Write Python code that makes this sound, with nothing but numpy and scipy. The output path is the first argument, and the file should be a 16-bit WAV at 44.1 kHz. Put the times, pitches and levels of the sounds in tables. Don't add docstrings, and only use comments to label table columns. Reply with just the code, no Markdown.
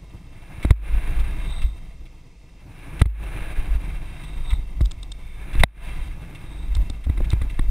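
import sys
import numpy as np
from scipy import signal
from scipy.fft import rfft, irfft
from scipy.io import wavfile
from scipy.ndimage import uniform_filter1d, minimum_filter1d

SR = 44100
rng = np.random.default_rng(int(sys.argv[2]) if len(sys.argv) > 2 else 0)


def master(y):
    cut = np.clip(np.atleast_2d(y).T, -1, 1)
    pcm = np.round(cut * 32767)
    wavfile.write(sys.argv[1], SR, pcm.astype(np.int16))


N = 339570
TIME = np.arange(N) / SR
HZ = np.fft.rfftfreq(N, 1 / SR)


def gain_of(db):
    return 10 ** (np.asarray(db) / 20)


def unit_rms(x):
    return x / np.sqrt(np.mean(x ** 2) + 1e-20)


def spectrum(points):
    hz, db = np.transpose(points)
    return gain_of(np.interp(np.log(HZ + 1), np.log(hz + 1), db))


def resonances(modes):
    return np.sqrt(sum(gain_of(db) ** 2 / (1 + ((HZ - hz) / (0.51 * width)) ** 2) ** 2
                       for hz, width, db in modes))


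def envelope(points):
    return gain_of(np.interp(TIME, *np.transpose(points)))


def swells(rows, peakedness):
    return np.sqrt(sum(gain_of(db) ** 2 * np.exp(-abs(2 * (TIME - s) / length) ** peakedness)
                       for s, db, length in rows))


def noise(response, clicks=0):
    return unit_rms(irfft(rfft(rng.standard_normal(N) + clicks) * response, N))


def flutter(hz, depth_db):
    return gain_of(depth_db * noise(1 / (1 + (HZ / hz) ** 4)))


def add(mix, s, sound):
    part = mix[max(round(s * SR), 0):][:len(sound)]
    part += sound[:len(part)]


def strike(modes, rattle_s, chatter):
    t = np.arange(SR // 10) / SR
    rattle = rng.standard_normal(len(t)) * np.sin(np.pi * np.minimum(t / max(rattle_s, 5e-4), 1))
    contact = chatter * rattle / np.linalg.norm(rattle)
    contact[0] += 1
    ring = sum((-1) ** k * gain_of(db - 60 * t / t60) * np.sin(2 * np.pi * hz * t)
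               for k, (hz, db, t60) in enumerate(modes))
    return unit_rms(signal.fftconvolve(contact, ring)[:len(t)]) / 10


def air_rush(level_db=-60):
    # frequency in Hz, relative spectral density in dB.
    rush = [(150, 12), (300, 3), (500, 9.5), (1000, -59.5), (1600, -37.5), (2500, 0.5), (3000, -9),
            (5500, -6.5), (9500, -16.5), (11000, -48), (15000, -42)]
    return gain_of(level_db) * noise(spectrum(rush))


def wind(lumpiness=0.1):
    # time in seconds, level in dB.
    headwind = [(0, -43.5), (.48, -41), (.9, -24.5), (1.55, -24.5), (1.9, -36.5), (2.3, -46.5),
                (2.7, -44.5), (3.05, -31), (3.9, -28), (4.15, -35.5), (4.55, -29), (5.15, -33.5),
                (5.85, -29.5), (6.33, -41), (6.7, -26), (7.0, -34.5), (7.2, -22.5), (7.7, -28.5)]
    # peak time in seconds, level in dB, length in seconds.
    gusts = [(.955, -15, .05), (1.1, -16.5, 0.028), (1.195, -16, 0.071), (1.65, -14, 0.04),
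             (2.02, -37, 0.058), (3.43, -26.5, 0.029), (3.595, -16, 0.027), (3.735, -13.5, 0.053),
             (3.95, -27.5, 0.14), (4.41, -23.5, 0.078), (4.555, -18.5, 0.094), (4.835, -19.5, 0.088),
             (5.605, -10.5, .07), (6.03, -24.5, 0.16), (6.78, -17, 0.13), (7.215, -16, 0.041),
             (7.43, -19, 0.023), (7.61, -15.5, 0.052), (7.685, -12.5, 0.03)]
    # frequency in Hz, relative spectral density in dB.
    buffet = [(8, -21), (22, 7), (34, -9), (43, 1), (52, -0.5), (60, -7), (72, -27.5), (95, -22),
              (135, -42), (250, -42), (500, -76.5)]
    strength = np.hypot(envelope(headwind), swells(gusts, peakedness=1.86))
    eddies = noise(spectrum(buffet))
    eddy_envelope = np.sqrt(uniform_filter1d(abs(signal.hilbert(eddies)) ** 2, size=2200))
    return strength * unit_rms(eddies / eddy_envelope ** (1 - lumpiness))


def wheels():
    # peak time in seconds, level in dB, length in seconds.
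    ramps = [(1.56, -46.5, 0.18), (4.27, -56, 0.24), (4.51, -45.5, 0.082), (6.58, -55, 0.2)]
    # time in seconds, level in dB.
    whirr = [(4.6, -92), (4.9, -69), (5.1, -68), (5.27, -55.5), (5.45, -60.5), (5.62, -76)]
    # frequency in Hz, bandwidth in Hz, relative level in dB.
    tread_modes = [(940, 990, -9.5), (3724, 250, 0.5), (8300, 330, -9)]
    wheel_modes = [(2230, 160, 6.5), (3590, 220, -0.5), (8300, 190, -8.5), (9900, 150, -10),
                   (14150, 220, -11)]
    rasp = swells(ramps, peakedness=1.87) * noise(resonances(tread_modes)) * flutter(hz=70, depth_db=2)
    return rasp + envelope(whirr) * noise(resonances(wheel_modes))


def scuffs(level_db=-9, rise_s=0.00081, length_s=0.021):
    # start in seconds, relative level in dB.
    sprays = [(0.627, -27.5), (1.194, -31), (1.496, -40), (1.617, -29.5), (2.054, -43), (2.993, -28.5),
              (4.235, -34), (4.5035, -27.5), (5.53, -32), (5.595, -21.5), (6.349, -34.5), (7.039, -36),
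              (7.242, -34), (7.3139, -28.5), (7.497, -33)]
    # frequency in Hz, bandwidth in Hz, relative level in dB.
    spray_modes = [(1200, 480, -6.5), (2150, 510, 0.5), (2690, 130, 3.5), (3450, 1000, -6),
                   (5700, 5500, -23.5), (8350, 950, -14.5), (9820, 400, -12), (14400, 1300, -19)]
    bursts, t = np.zeros(N), np.arange(0, length_s, 1 / SR)
    for s, db in sprays:
        add(bursts, s, gain_of(db) * (1 - np.exp(-t / rise_s)) * np.sqrt(1 - t / t[-1]))
    return gain_of(level_db) * bursts * noise(resonances(spray_modes))


def chain(level_db=-4):
    # start in seconds, relative level in dB, rattle length in seconds.
    ticks = [(4.815, -33, 0.0013), (4.8523, -36, 0.0016), (4.8575, -28, 0.0031), (4.9113, -31.5, 0.0011),
             (4.9158, -27, 0.0031), (5.03, -27.5, 0.005), (5.118, -24, 0.0062), (6.7505, -24, 0.0047),
             (6.899, -26.5, 0.0031), (7.303, -23, 0.0028)]
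    # frequency in Hz, relative level in dB, 60 dB decay time in seconds.
    chain_modes = [(1200, -6.5, 0.0048), (2170, -9.5, 0.0064), (3140, 1.5, 0.0029), (3660, 3, 0.012),
                   (4420, 3, 0.0018), (5200, -2.5, 0.0049), (6850, -7.5, 0.0042), (8350, -6, 0.01),
                   (15300, -21, .007)]
    out = np.zeros(N)
    for s, db, rattle_s in ticks:
        add(out, s, gain_of(db + level_db) * strike(chain_modes, rattle_s, chatter=1.5))
    return out


def grit(per_s, spread_db):
    size = gain_of(spread_db * np.minimum(rng.exponential(1, N), 4))
    return unit_rms(size * rng.choice([-1, 1], N) * (rng.random(N) < per_s / SR))


def ground_contact(settle_s=0.086, lift_s=0.026, build_db_per_s=7.5, buzz_onset_s=0.86):
    # start, loudest moment and end of the rolling noise, in seconds.
    runs = [(.49, 1.13, 1.65), (2.76, 3.4, 4.58), (5.42, 5.6, 6.1), (6.03, 6.25, 6.98), (7.08, 7.3, 7.9)]
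    # roar gain in dB, its fade in dB per second, rumble and buzz gains in dB.
    dirt = [(-49, 22, -43, -54), (-49.5, 12, -41.5, -57.5), (-49, 18.5, -44, -49), (-58.5, 10.5, -43, -61),
            (-56.5, 22, -44, -56)]
    # time in seconds, rumble gain in dB.
    flight = [(.25, -49), (1.85, -48.5), (2.3, -55.5), (2.65, -53), (4.6, -46.5), (5.2, -49)]
    shaking = envelope(flight)
    rumble_power = shaking ** 2
    roar_power = (shaking * gain_of(-24.5)) ** 2
    buzz_power = (shaking * gain_of(-16)) ** 2
    for (start, peak, end), (roar_db, fade, rumble_db, buzz_db) in zip(runs, dirt):
        settled = (1 + np.tanh((TIME - start) / (2 * settle_s))) / 2
        load = settled * (1 + np.tanh((end - TIME) / (2 * lift_s))) / 2
        swell_db = np.minimum(build_db_per_s * (TIME - peak), fade * (peak - TIME))
        buzz_onset = np.clip((TIME - start) / buzz_onset_s, 0, 1)
        roar_power += (load * gain_of(roar_db + swell_db)) ** 2
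        rumble_power += (load * gain_of(rumble_db + 0.3 * swell_db)) ** 2
        buzz_power += (load * buzz_onset * gain_of(buzz_db + 0.083 * swell_db)) ** 2
    return np.sqrt([rumble_power, roar_power, buzz_power])


def rolling(rumble_db=2, roar_db=7, buzz_db=5):
    # frequency in Hz, relative spectral density in dB.
    rumble_shape = [(30, -7), (70, 3), (110, 3.5), (170, 2.5), (225, -12), (305, -5.5), (450, -21),
                    (900, -18.5), (2500, -44.5)]
    roar_shape = [(200, -6.5), (310, 5.5), (480, 0.5), (720, 1), (1400, -1), (1670, 4), (1900, -3.5),
                  (2230, 4), (2700, 1), (3000, -10), (3900, -9.5), (4600, -27.5), (7300, -27.5),
                  (9000, -15.5), (9750, -9.5), (10500, -19), (12600, -29.5), (14300, -16), (15300, -23.5)]
    # frequency in Hz, bandwidth in Hz, relative level in dB.
    case_modes = [(668, 120, 5), (983, 93, 4), (1207, 150, 2.5), (2100, 340, 6), (2691, 107, 7.5),
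                  (3180, 290, -1), (3714, 360, -1), (4700, 380, -10.5), (5550, 330, -14.5),
                  (6460, 230, -14), (7200, 400, -16.5), (8260, 240, -6.5), (9300, 70, 1), (10070, 110, -20),
                  (9950, 260, -11), (10900, 530, -21), (13200, 600, -31), (14400, 440, -15)]
    rumble_gain, roar_gain, buzz_gain = ground_contact()
    bumps = flutter(hz=24.8, depth_db=1.5)
    rumble = rumble_gain * noise(spectrum(rumble_shape)) * flutter(hz=21, depth_db=3)
    stones = grit(per_s=1200, spread_db=3.5)
    roar = roar_gain * noise(spectrum(roar_shape), clicks=0.49 * stones)
    buzz = buzz_gain * noise(resonances(case_modes), clicks=0.5 * stones)
    return gain_of(rumble_db) * rumble + bumps * (gain_of(roar_db) * roar + gain_of(buzz_db) * buzz)


def knocks(thump_db=8, clunk_db=3, snap_db=-6, thump_lag_s=0.00461, boom_hz=51, boom_t60_s=0.39):
    # start in seconds, relative crack, thump and clunk levels in dB, contact time in seconds.
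    blows = [(0.649, -26, -17.5, -13, 0.0035), (0.7068, -15, -4.5, -21, 0.0029),
             (3.016, -13, -6, -11.5, .0028), (3.056, -19.5, -3.5, -17, 0.0035),
             (4.531, -29.5, -19.5, -46, 0.0044), (4.808, -30.5, -16, -23, 0.0025),
             (5.551, -31.5, -22.5, -26.5, 0.0031), (5.6, -33.5, -17, -47, 0.0029),
             (5.6354, 0, -10, -29, 0.0017), (6.765, -33.5, -16.5, -41, 0.0045),
             (6.8992, -64, -28, -27.5, .004), (7.067, -48, -20, -28.5, 0.0047),
             (7.096, -33.5, -14.5, -23, 0.0035), (7.175, -32, -35, -30.5, 0.0045),
             (7.2046, -40.5, -26, -21.5, .0033), (7.3309, -29, -14, -23.5, 0.0027),
             (7.416, -29.5, -17, -30, 0.0047), (7.5923, -24.5, -23.5, -20.5, 0.0024)]
    # frequency in Hz, relative level in dB, 60 dB decay time in seconds.
    frame_modes = [(200, 0.5, 0.014), (313, 4, 0.014), (383, -14.5, 0.047), (650, -11.5, 0.0089)]
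    case_wall_modes = [(680, 3.5, 0.015), (987, 9, 0.0096), (1342, 3.5, 0.0062), (1710, -19, 0.0025),
                       (2075, 11, 0.0088), (2780, -15, 0.0047)]
    small_part_modes = [(3300, -3.5, 0.022), (3810, 7.5, 0.0095), (5020, -6, 0.0075), (7430, -1.5, 0.0041),
                        (8050, 3, 0.007), (9780, 10.5, 0.0041), (11140, -18, 0.0058), (14130, -17, 0.006)]
    out, lead_s = np.zeros(N), 0.02
    t = np.arange(SR // 2) / SR - lead_s
    after = np.maximum(t, 0)
    boom = 0.48 * np.sin(2 * np.pi * boom_hz * after) * gain_of(-60 * after / boom_t60_s)
    for s, crack, thump, clunk, contact_s in blows:
        spread = 0.5 * (t / contact_s) ** 2
        pulse = (spread - 1) * np.exp(-spread)
        rattle_s = 1.88 * contact_s
        add(out, s + thump_lag_s - lead_s, gain_of(thump + thump_db) * (pulse + boom))
        add(out, s, gain_of(clunk + clunk_db) * strike(frame_modes, rattle_s, chatter=1.0))
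        add(out, s, gain_of(crack) * strike(case_wall_modes, rattle_s, chatter=0.98))
        add(out, s, gain_of(crack + snap_db) * strike(small_part_modes, rattle_s, chatter=5.1))
    return out


def scene():
    # frequency in Hz, gain into the side signal in dB.
    spacing = [(100, -59), (700, -35), (1400, -33.5), (2300, -13.5), (3800, -39.5), (6000, -17), (8200, -4),
               (12000, 1), (14500, 4.5)]
    turbulence = [(60, -73.5), (150, -71.5), (350, -60), (1200, -43.5), (3000, -15), (4500, -10.5),
                  (14000, -24.5)]
    mid = wind() + rolling() + air_rush() + wheels() + scuffs() + knocks() + chain()
    frames = signal.stft(mid, SR, nperseg=256)[2]
    scrambled = frames * np.exp(2j * np.pi * rng.random(frames.shape))
    incoherent = 2 * signal.istft(scrambled, SR, nperseg=256)[1][:N]
    side = irfft(-1j * rfft(mid) * spectrum(spacing) + rfft(incoherent) * spectrum(turbulence), N)
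    return np.array([mid + side, mid - side])


def gain_control(x, threshold_db=-4.5, depth=2.86, most_db=28, recover_db_per_s=160, smooth_s=0.011):
    sensed = x - 0.36 * irfft(rfft(x) / (1 + (HZ / 400) ** 4), N)
    over_db = np.maximum(20 * np.log10(abs(sensed).max(0) + 1e-9) - threshold_db, 0)
    held_db = -minimum_filter1d(-np.minimum(depth * over_db, most_db), size=3001, origin=1500)
    recovery_db = recover_db_per_s * TIME
    duck_db = np.maximum.accumulate(held_db + recovery_db) - recovery_db
    pole = np.exp(-1 / (smooth_s * SR))
    return gain_of(-signal.lfilter([1 - pole], [1, -pole], duck_db))


def record(dry, whine_db=-43, whine_hz=12000, cutoff_hz=15350):
    ducked = dry * gain_control(dry)
    bass = irfft(rfft(ducked.mean(0)) / (1 + (HZ / 160) ** 4), N)
    whine = gain_of(whine_db) * bass * np.cos(2 * np.pi * whine_hz * TIME)
    clipped = np.clip(ducked + whine, -1, 1)
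    lowpass = signal.firwin(301, cutoff_hz, window=("kaiser", 9), fs=SR)
    return signal.oaconvolve(clipped, lowpass[None], "same")


dry = scene()
out = record(dry)
master(out)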